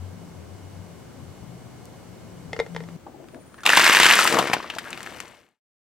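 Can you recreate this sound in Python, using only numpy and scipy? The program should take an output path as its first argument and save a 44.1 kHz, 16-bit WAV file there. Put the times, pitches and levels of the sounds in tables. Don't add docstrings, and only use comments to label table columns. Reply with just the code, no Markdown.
import sys
import numpy as np
from scipy import signal
from scipy.fft import rfft, irfft
from scipy.io import wavfile
from scipy.ndimage import uniform_filter1d, map_coordinates

SR = 44100
rng = np.random.default_rng(int(sys.argv[2]) if len(sys.argv) > 2 else 0)


def transcribe(u):
    v = np.clip(np.atleast_2d(u).T, -1, 1)
    q = np.round(v * 32767).astype(np.int16)
    wavfile.write(sys.argv[1], SR, q)


N = 263718

CUT_S, CONTACT_S = 2.966, 3.645
FADE_END_S, FADE_S = 5.62, .45

# (time [s], level [dB], ring [Hz], snap against ring [dB])
EGG_BURSTS = [(3.663, 1.5, 2860, 3), (3.674, -5.5, 2630, -3), (3.6914, -0.5, 2400, -3),
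              (3.7012, -1.5, 1920, -2.5), (3.7331, 1, 1760, -12.5), (3.772, 1.5, 1110, 0),
              (3.776, -2.5, 2360, 1), (3.796, 0.5, 1480, -1.5), (3.842, -3, 1920, 9),
              (3.865, 1.5, 2320, 4.5), (3.877, -1, 2700, 4), (3.896, -1.5, 1530, -1.5),
              (3.936, -4, 2740, 2.5), (3.949, 1, 2300, 10.5), (3.969, -3, 1940, -2.5),
              (4.000, 0, 1720, 1.5), (4.022, -4.5, 2920, -2.5), (4.032, 3, 1390, 10),
              (4.046, -2, 1999, -1.5), (4.056, 0, 1440, 5), (4.064, 2, 1910, 9), (4.087, -4.5, 1420, 3),
              (4.096, -3, 2340, 2), (4.102, -1.5, 2300, -3.5), (4.11, 2.5, 2750, -11.5),
              (4.125, -4.5, 1700, 8), (4.136, -2, 2630, 7.5), (4.1892, -2, 1470, -2),
              (4.212, -6.5, 1310, -4.5), (4.2529, -4, 1120, -8), (4.275, -3, 1800, 18),
              (4.326, -10, 1190, 6.5), (4.344, -8, 1340, -7), (4.371, -7, 1340, -20)]
# (time [s], level [dB], ring [Hz])
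WET_POPS = [(3.694, -10, 805), (3.776, -16.5, 499), (3.897, -6, 750), (4.0, -12.5, 398), (4.058, -6.5, 600),
            (4.3, -12.5, 580), (4.4995, -8, 603), (4.515, -14.5, 650), (4.567, -12.5, 599)]
# (time [s], level [dB], ring [Hz], crumbling time [s], snap against ring [dB])
TRAY_CRACKS = [(3.543, -33.5, 1590, 0.0011, -6), (3.579, -34.5, 1720, 0.036, -10),
               (3.607, -38.5, 6840, 0.00046, 1), (3.634, -24.5, 1460, 0.0084, -1.5),
               (3.654, -12.5, 1160, 0.017, -0.5), (4.387, -5, 1090, 0.01, -3.5),
               (4.472, -14.5, 2000, 0.0097, -3), (4.532, -5, 2400, .008, -7), (4.535, -6, 970, 0.0066, -4),
               (4.602, -20.5, 1190, .0046, -21), (4.640, -23.5, 1190, 0.01, -24),
               (4.700, -18.5, 2830, 0.0064, -12), (4.738, -27, 1600, 0.005, -7),
               (4.750, -29.5, 6000, 0.0044, 13), (4.763, -25, 832, 0.009, -10),
               (4.785, -15, 1980, 0.007, 4), (4.855, -27.5, 1550, 0.026, -21), (4.905, -27, 7950, .002, -3),
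               (4.9298, -18, 2500, 0.0011, -24), (4.9758, -24, 2400, 0.00092, -4),
               (5.006, -23.5, 1980, 0.00054, 0), (5.030, -27.5, 7800, 0.0022, 0),
               (5.062, -23.5, 2200, 0.0051, -6), (5.073, -23, 1690, 0.00083, -7),
               (5.203, -16.5, 7360, 0.00084, 6), (5.281, -32, 7100, 0.00055, -6)]
STONE_CRACKS = [(3.0655, -29.5, 855, 0.0075, -32), (3.242, -43, 1700, .001, -5),
                (3.286, -37.5, 1960, .0011, 0), (3.346, -35, 1670, 0.00092, -6.5)]
HANDLING_TICK = [(1.8555, -33.5, 7700, 0.00025, -14)]
# (time [s], level [dB], contact brightness [Hz], share of free ring time [0-1])
TOY_BLOWS = [(2.531, -17.5, 3600, 0.51), (2.564, -24.5, 4000, 0.52), (2.5908, -15, 2000, 0.35),
             (2.5991, -9, 3530, 0.77), (2.663, -28.5, 3500, 0.65), (2.748, -27, 3000, .4),
             (2.7632, -18, 3600, 0.41), (2.804, -26.5, 3000, 0.7), (2.837, -34, 4000, .5),
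             (2.887, -30, 1400, 0.26)]
# (frequency [Hz], level [dB], time to fall by 60 dB [s])
TOY_RESONANCES = [(430, -4, 0.075), (452, 8, 0.066), (537, 7.5, 0.014), (885, -1.5, 0.029),
                  (980, -9, 0.038), (1350, -7, 0.035), (1870, -2, 0.032), (2103, -6, 0.08),
                  (2400, -9.5, 0.019), (3400, -12, 0.021), (3760, -13, 0.042), (4420, -16.5, 0.021),
                  (5520, -10.5, 0.03)]
TYRE_RESONANCES = [(203.5, -55, 0.37), (361.8, -55.5, 0.16), (560, -65, 0.02)]
TRAY_RESONANCES = [(1850, -56, 0.035), (2200, -58.5, 0.08), (2880, -58, 0.047), (3220, -58, 0.071)]
# (time [s], hold [s], level [dB])
WHEEL_DROPS = [(3.76, .015, -48.0), (3.985, .012, -41), (4.33, .06, -53.5)]
GRIT_CROSSINGS = [(3.055, 0.017, -45), (3.135, 0.11, -49), (3.33, 0.018, -42.5)]
HANDLING_BUMPS = [(.76, 0.027, -44.5), (1.16, 0.11, -45.5), (1.4, 0.045, -49.5), (2.44, 0.031, -43.5)]
# (time [s], left minus right [dB])
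WHEEL_PATH = [(3.6, 2.2), (4.1, 1.4), (4.35, 4.5), (4.55, 3.5), (5.2, 6)]
# (time [s], hold [s], pitch [Hz], level [dB])
ENGINE_DRONES = [(-.05, 0.035, 92.1, -36.0), (0.095, 0.087, 171, -47), (0.326, 0.43, 92, -45.5),
                 (0.744, 0.089, 171.3, -52.5), (1.39, 0.11, 172.3, -50), (1.38, 0.3, 124, -50.5),
                 (1.977, 0.62, 174.7, -53.5), (2.657, .3, 170.6, -42.0)]
# (pitch [Hz], level [dB])
WHISTLE_TONES = [(2159, -71), (2929, -73), (4393, -78)]
# (frequency [Hz], relative level [dB])
SHELL_SPECTRUM = [(400, -28.5), (700, -14), (1100, -3), (1800, 1), (2800, -3.5), (4000, -9), (6000, -12.5),
                  (10000, -17.5)]
WET_SPECTRUM = [(70, -28), (120, -14.5), (200, 3), (380, 4), (600, 3.5), (900, 0.5), (1500, -9.5),
                (3000, -45)]
SPLINTER_SPECTRUM = [(2500, -15.5), (4500, -12.5), (6000, -2.5), (8200, 2.5), (10500, -4), (12500, 1),
                     (16000, -3.5)]
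SNAP_SPECTRUM = [(400, -15.5), (900, 1.5), (2800, 6.5), (5000, -1.5), (8000, -4), (10500, -11),
                 (12500, -7.5), (16000, -21.5)]
THUD_SPECTRUM = [(30, -5), (50, -3), (90, 2), (140, 5), (220, -14)]
GRIT_SPECTRUM = [(100, -18.5), (200, -3), (340, 6.5), (500, -3), (800, -6), (1100, -23), (2500, -23)]
TRAFFIC_SPECTRUM = [(30, -35), (50, -11), (75, -4), (125, 1.5), (200, -3.5), (300, -6), (500, -22)]
TOY_AIR_SPECTRUM = [(100, -17), (300, -1), (500, -1.5), (800, -5), (1200, -11), (2000, -16.5), (3500, -20),
                    (8500, -21), (10500, -27.5), (16000, -30)]
CAR_AIR_SPECTRUM = [(30, -16), (90, 1), (250, -1), (600, -10.5), (1200, -14.5), (2500, -21.5), (5000, -27),
                    (9000, -25), (11000, -38), (16000, -29.5)]
# (frequency [Hz], left-right correlation [0-1])
AIR_CORRELATION = [(60, 0.5), (300, 0.3), (1400, 0.54), (3000, .25), (6000, 0), (16000, 0)]


def crunch():
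    wet = from_db(-32.5) * swell(CONTACT_S, rise_s=.03, hold_s=.68, fall_s=.22)
    wet += from_db(-33.5) * swell(4.26, rise_s=.078, hold_s=.065, fall_s=.029)
    wet = np.hypot(wet, from_db(-46.5) * settling())
    flying = from_db(-27) * swell(CONTACT_S, rise_s=.12, hold_s=.47, fall_s=.11)
    flying = np.hypot(flying, from_db(-55) * settling())
    shell = fractures(SHELL_SPECTRUM, per_s=2900, spread_db=3.5, cycles=10, tick=.94, aim_db=-.5)
    squash = fractures(WET_SPECTRUM, per_s=870, spread_db=1.5, cycles=20, tick=.3, aim_db=1.9)
    splinters = fractures(SPLINTER_SPECTRUM, per_s=3190, spread_db=3.5, cycles=9, tick=1, aim_db=4)
    return shell_gain() * shell + wet * squash + flying * splinters


def fractures(spectrum, per_s, spread_db, cycles, tick, aim_db):
    sizes = from_db(spread_db * np.minimum(rng.exponential(1, N), 3.5)) * rng.choice([-1, 1], N)
    breaks = rng.random(N) < per_s / SR
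    aim = from_db(aim_db * rng.standard_normal((2, N)))
    clicks = sizes * breaks / np.sqrt(per_s) * aim
    pitches = np.geomspace(spectrum[1][0], spectrum[-2][0], num=20)
    fragment = rng.integers(0, len(pitches), N)
    rings = sum(hz ** 1.5 * ring(clicks * (fragment == k), hz, cycles / hz)
                for k, hz in enumerate(pitches))
    sound = colour(rms_one(rings) + tick * rms_one(clicks), spectrum)
    power = uniform_filter1d(np.mean(sound ** 2, axis=0), size=2000)
    return sound / np.sqrt(np.abs(power) + 1e-12)


def shell_gain():
    return np.hypot(from_db(-16.5) * load(), from_db(-46.5) * settling())


def load():
    return swell(CONTACT_S, rise_s=.12, hold_s=.37, fall_s=.17)


def settling(start_s=4.74, rise_s=.11):
    return np.clip((np.arange(N) / SR - start_s) / rise_s, 0, 1)


def egg_bursts(crumble_s=.0019, lesser_per_s=26, lesser_hz=1950):
    rows = [(s, db, hz, crumble_s, snap_db) for s, db, hz, snap_db in EGG_BURSTS]
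    crunch_db = 20 * np.log10(shell_gain() + 1e-9)
    for k, (late, size, pitch, snap) in enumerate(rng.standard_normal((120, 4))):
        s = CONTACT_S + (k + 2 + .4 * late) / lesser_per_s
        if s < FADE_END_S:
            db = crunch_db[int(s * SR)] + 5.5 + size
            rows.append((s, db, lesser_hz * 2 ** (.3 * pitch), crumble_s, 4 * snap - 1.5))
    return rows


def cracks(rows, cycles, run, scatter_db, scatter_s):
    out, t = np.zeros((2, N)), np.arange(SR // 14) / SR
    for s, db, hz, crumble_s, snap_db in rows:
        spurt = run * rng.standard_normal(len(t)) * (rng.random(len(t)) < .25) * np.exp(-t / crumble_s)
        spurt[0] += 1
        scatter = rng.standard_normal((2, len(t))) * np.exp(-t / scatter_s) * (1 - np.exp(-t / .0026))
        heard = rms_one(spurt) + from_db(scatter_db) * rms_one(scatter)
        piece = ring(heard.mean(axis=0), hz, cycles / hz)
        piece = rms_one(butter(piece, hz / 2, "high", order=1))
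        snap = from_db(snap_db) * rms_one(colour(heard, SNAP_SPECTRUM))
        add(out, s, at_level(piece + snap, db))
    return out


def pops(cycles, splat_db):
    out, t = np.zeros(N), np.arange(SR // 25) / SR
    for s, db, hz in WET_POPS + tread_slaps(count=11):
        pulse = ring(signal.unit_impulse(len(t)), hz, cycles / hz)
        splat = butter(rng.standard_normal(len(t)), (250, 1800), "band") * np.exp(-t / .003)
        add(out, s, at_level(from_db(splat_db) * splat - pulse, db))
    return butter(out, 170, "high")


def tread_slaps(count, start_s=4.3255, period_s=.01445, db=-10, loss_db=.2, hz=560):
    return [(start_s + k * period_s + .00065 * late, db - loss_db * k + 1.5 * size,
             hz * 2 ** (.15 * pitch))
            for k, (late, size, pitch) in enumerate(rng.standard_normal((count, 3)))]


def wheel_weight():
    drops = swells(WHEEL_DROPS, rise_s=.018, fall_s=.028)
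    return (drops + from_db(-57) * load()) * air(THUD_SPECTRUM)


def toy():
    out, t = np.zeros(N), np.arange(SR // 6) / SR
    blow = signal.unit_impulse(len(t))
    for s, db, contact_hz, free in TOY_BLOWS:
        body = sum(from_db(level + rng.normal(0, 2.8)) * (-1) ** k * ring(blow, hz, t60 * free)
                   for k, (hz, level, t60) in enumerate(TOY_RESONANCES))
        scuff = from_db(-3) * rng.standard_normal(len(t)) * np.exp(-t / .005)
        add(out, s, at_level(butter(body + scuff, contact_hz, "low", order=1), db))
    return butter(out, 6000, "low")


def handling_bumps():
    low_noise = rms_one(butter(rng.standard_normal(N), (70, 180), "band"))
    return swells(HANDLING_BUMPS, rise_s=.02, fall_s=.046) * low_noise


def creep():
    grinding = np.hypot(from_db(-62), swells(GRIT_CROSSINGS, rise_s=.013, fall_s=.032))
    grit = grinding * fractures(GRIT_SPECTRUM, per_s=810, spread_db=-4.5, cycles=28, tick=.6, aim_db=5.5)
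    singing = swell(3.21, rise_s=.17, hold_s=.25, fall_s=.2) * from_db(-66 + 3.075 * drift(47))
    brake = singing * tone(9300, wander_hz=110, per_s=600)
    approaching = np.arange(N) / SR < CONTACT_S
    return approaching * (pan(grit, left_db=6) + brake)


def traffic():
    rumble = from_db(-46.5 + drift(6)) * air(TRAFFIC_SPECTRUM)
    drones = sum(from_db(db) * swell(s, rise_s=.047, hold_s=hold_s, fall_s=.11)
                 * tone(hz, wander_hz=4.1, per_s=24) for s, hold_s, hz, db in ENGINE_DRONES)
    drones *= from_db(1.8 * drift(20))
    return pan(rumble, left_db=4) + pan(drones, left_db=9.5)


def whistles():
    return sum(from_db(db) * tone(hz, wander_hz=2.9, per_s=28) for hz, db in WHISTLE_TONES)


def air(spectrum):
    out, white = 0, rng.standard_normal((2, 2, N))
    edges = 25 * 2 ** np.arange(0, 9.6, .5)
    bands = [(lo, hi) for lo, hi in zip(edges, edges[1:]) if hi > spectrum[0][0] and lo < spectrum[-1][0]]
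    for k, (lo, hi) in enumerate(bands):
        hz = np.sqrt(lo * hi)
        mid, side = butter(white[k % 2], (lo, hi), "band")
        alike = at_hz(AIR_CORRELATION, hz)
        stereo = np.sqrt(1 + alike) * mid + np.sqrt(1 - alike) * side * [[1], [-1]]
        out = out + from_db(at_hz(spectrum, hz)) * stereo
    return rms_one(out)


def outdoors(x, left_lag_samples, walls_db):
    t = np.arange(SR // 3) / SR
    walls = butter(rng.standard_normal((2, len(t))), 4900, "low") * from_db(-60 * t / .12) * (t > .008)
    walls /= np.sqrt(np.sum(walls ** 2) / 2)
    delay = np.exp(-2j * np.pi * np.arange(N + 1) * left_lag_samples / (2 * N))
    left = irfft(rfft(x[0], 2 * N) * delay)[:N]
    return np.array([left, x[1]]) + from_db(walls_db) * signal.fftconvolve(x, walls, axes=1)[:, :N]


def ring(x, hz, t60):
    decay, angle = from_db(-60 / (t60 * SR)), 2 * np.pi * hz / SR
    return signal.lfilter([0, np.sin(angle)], [1, -2 * decay * np.cos(angle), decay ** 2], x + 1e-18)


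def resonate(x, modes):
    return sum(from_db(db) * ring(x, hz, t60) for hz, db, t60 in modes)


def swell(s, rise_s, hold_s, fall_s):
    t = np.arange(N) / SR - s
    return np.clip(t / rise_s, 0, 1) * np.exp(-np.maximum(t - rise_s - hold_s, 0) / fall_s)


def swells(rows, rise_s, fall_s):
    return sum(from_db(db) * swell(s, rise_s, hold_s, fall_s) for s, hold_s, db in rows)


def tone(hz, wander_hz, per_s):
    return np.sqrt(2) * np.sin(2 * np.pi * np.cumsum(hz + wander_hz * drift(per_s)) / SR)


def drift(per_s):
    knots = rng.standard_normal(8192)
    positions = np.arange(N // 32 + 1) * 32 / SR * per_s
    return rms_one(map_coordinates(knots, [positions], order=3, mode="wrap")).repeat(32)[:N]


def colour(x, spectrum, size=2048):
    hz = np.maximum(np.arange(size // 2 + 1) * SR / size, 1)
    skirts = np.minimum(hz / spectrum[0][0], 1) * np.minimum(spectrum[-1][0] / hz, 1) ** 2
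    cepstrum = irfft(np.log(from_db(at_hz(spectrum, hz)) * skirts))
    cepstrum[1:size // 2] *= 2
    response = irfft(np.exp(rfft(cepstrum[:size // 2], size)))
    return signal.fftconvolve(x, response[None], axes=1)[:, :x.shape[1]]


def butter(x, hz, kind, order=2):
    sections = signal.butter(order, np.clip(hz, 10, .45 * SR), kind, fs=SR, output="sos")
    return signal.sosfilt(sections, x + 1e-18)


def at_hz(points, hz):
    frequencies, values = np.transpose(points)
    return np.interp(np.log(hz), np.log(frequencies), values)


def at_level(x, db):
    power = uniform_filter1d(np.mean(np.atleast_2d(x) ** 2, axis=0), size=44, mode="constant")
    return from_db(db - 3) * x / np.sqrt(2 * power.max())


def add(track, s, sound):
    at = int(s * SR)
    track[..., at:at + sound.shape[-1]] += sound[..., :N - at]


def pan(x, left_db):
    return x * from_db([[left_db / 2], [-left_db / 2]])


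def from_db(db):
    return 10 ** (np.asarray(db) / 20)


def rms_one(x):
    return x / np.sqrt(np.mean(x ** 2) + 1e-20)


def toy_scene():
    tick = cracks(HANDLING_TICK, cycles=2.5, run=.39, scatter_db=-17, scatter_s=.003)
    close = pan(toy(), left_db=2.5) + butter(tick, 4500, "high")
    clatter = outdoors(close, left_lag_samples=-1, walls_db=-16.5)
    bumps = pan(handling_bumps(), left_db=11)
    return clatter + bumps + traffic() + whistles() + pan(from_db(-49) * air(TOY_AIR_SPECTRUM), left_db=1)


def egg_scene():
    t = np.arange(N) / SR
    breaks = STONE_CRACKS + egg_bursts() + TRAY_CRACKS
    breaking = cracks(breaks, cycles=7.5, run=.69, scatter_db=-7.5, scatter_s=.0051)
    crushing = crunch() + breaking + pops(cycles=2.7, splat_db=-2)
    ringing = resonate(crushing, TYRE_RESONANCES) + resonate(crushing, TRAY_RESONANCES)
    wheel = crushing + ringing + creep() + wheel_weight()
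    left_db = np.interp(t, *np.transpose(WHEEL_PATH))
    heard = outdoors(wheel, left_lag_samples=1.19, walls_db=-20) * from_db(np.outer([.5, -.5], left_db))
    whistling = pan(from_db(11.5) * settling() * whistles(), left_db=8)
    open_air = pan(from_db(-50) * air(CAR_AIR_SPECTRUM), left_db=2)
    fade = np.clip((FADE_END_S - t) / FADE_S, 0, 1) ** 2.3
    return fade * (heard + whistling + open_air)


def scene():
    later = np.clip((np.arange(N) / SR - CUT_S) / .004 + .5, 0, 1)
    return (1 - later) * toy_scene() + later * egg_scene()


def record(dry, ceiling=.92, stop_hz=17000):
    rounded = dry / (1 + (dry / ceiling) ** 6) ** (1 / 6)
    return signal.sosfilt(signal.cheby2(14, 70, stop_hz, fs=SR, output="sos"), rounded)


dry = scene()
out = record(dry)
transcribe(out)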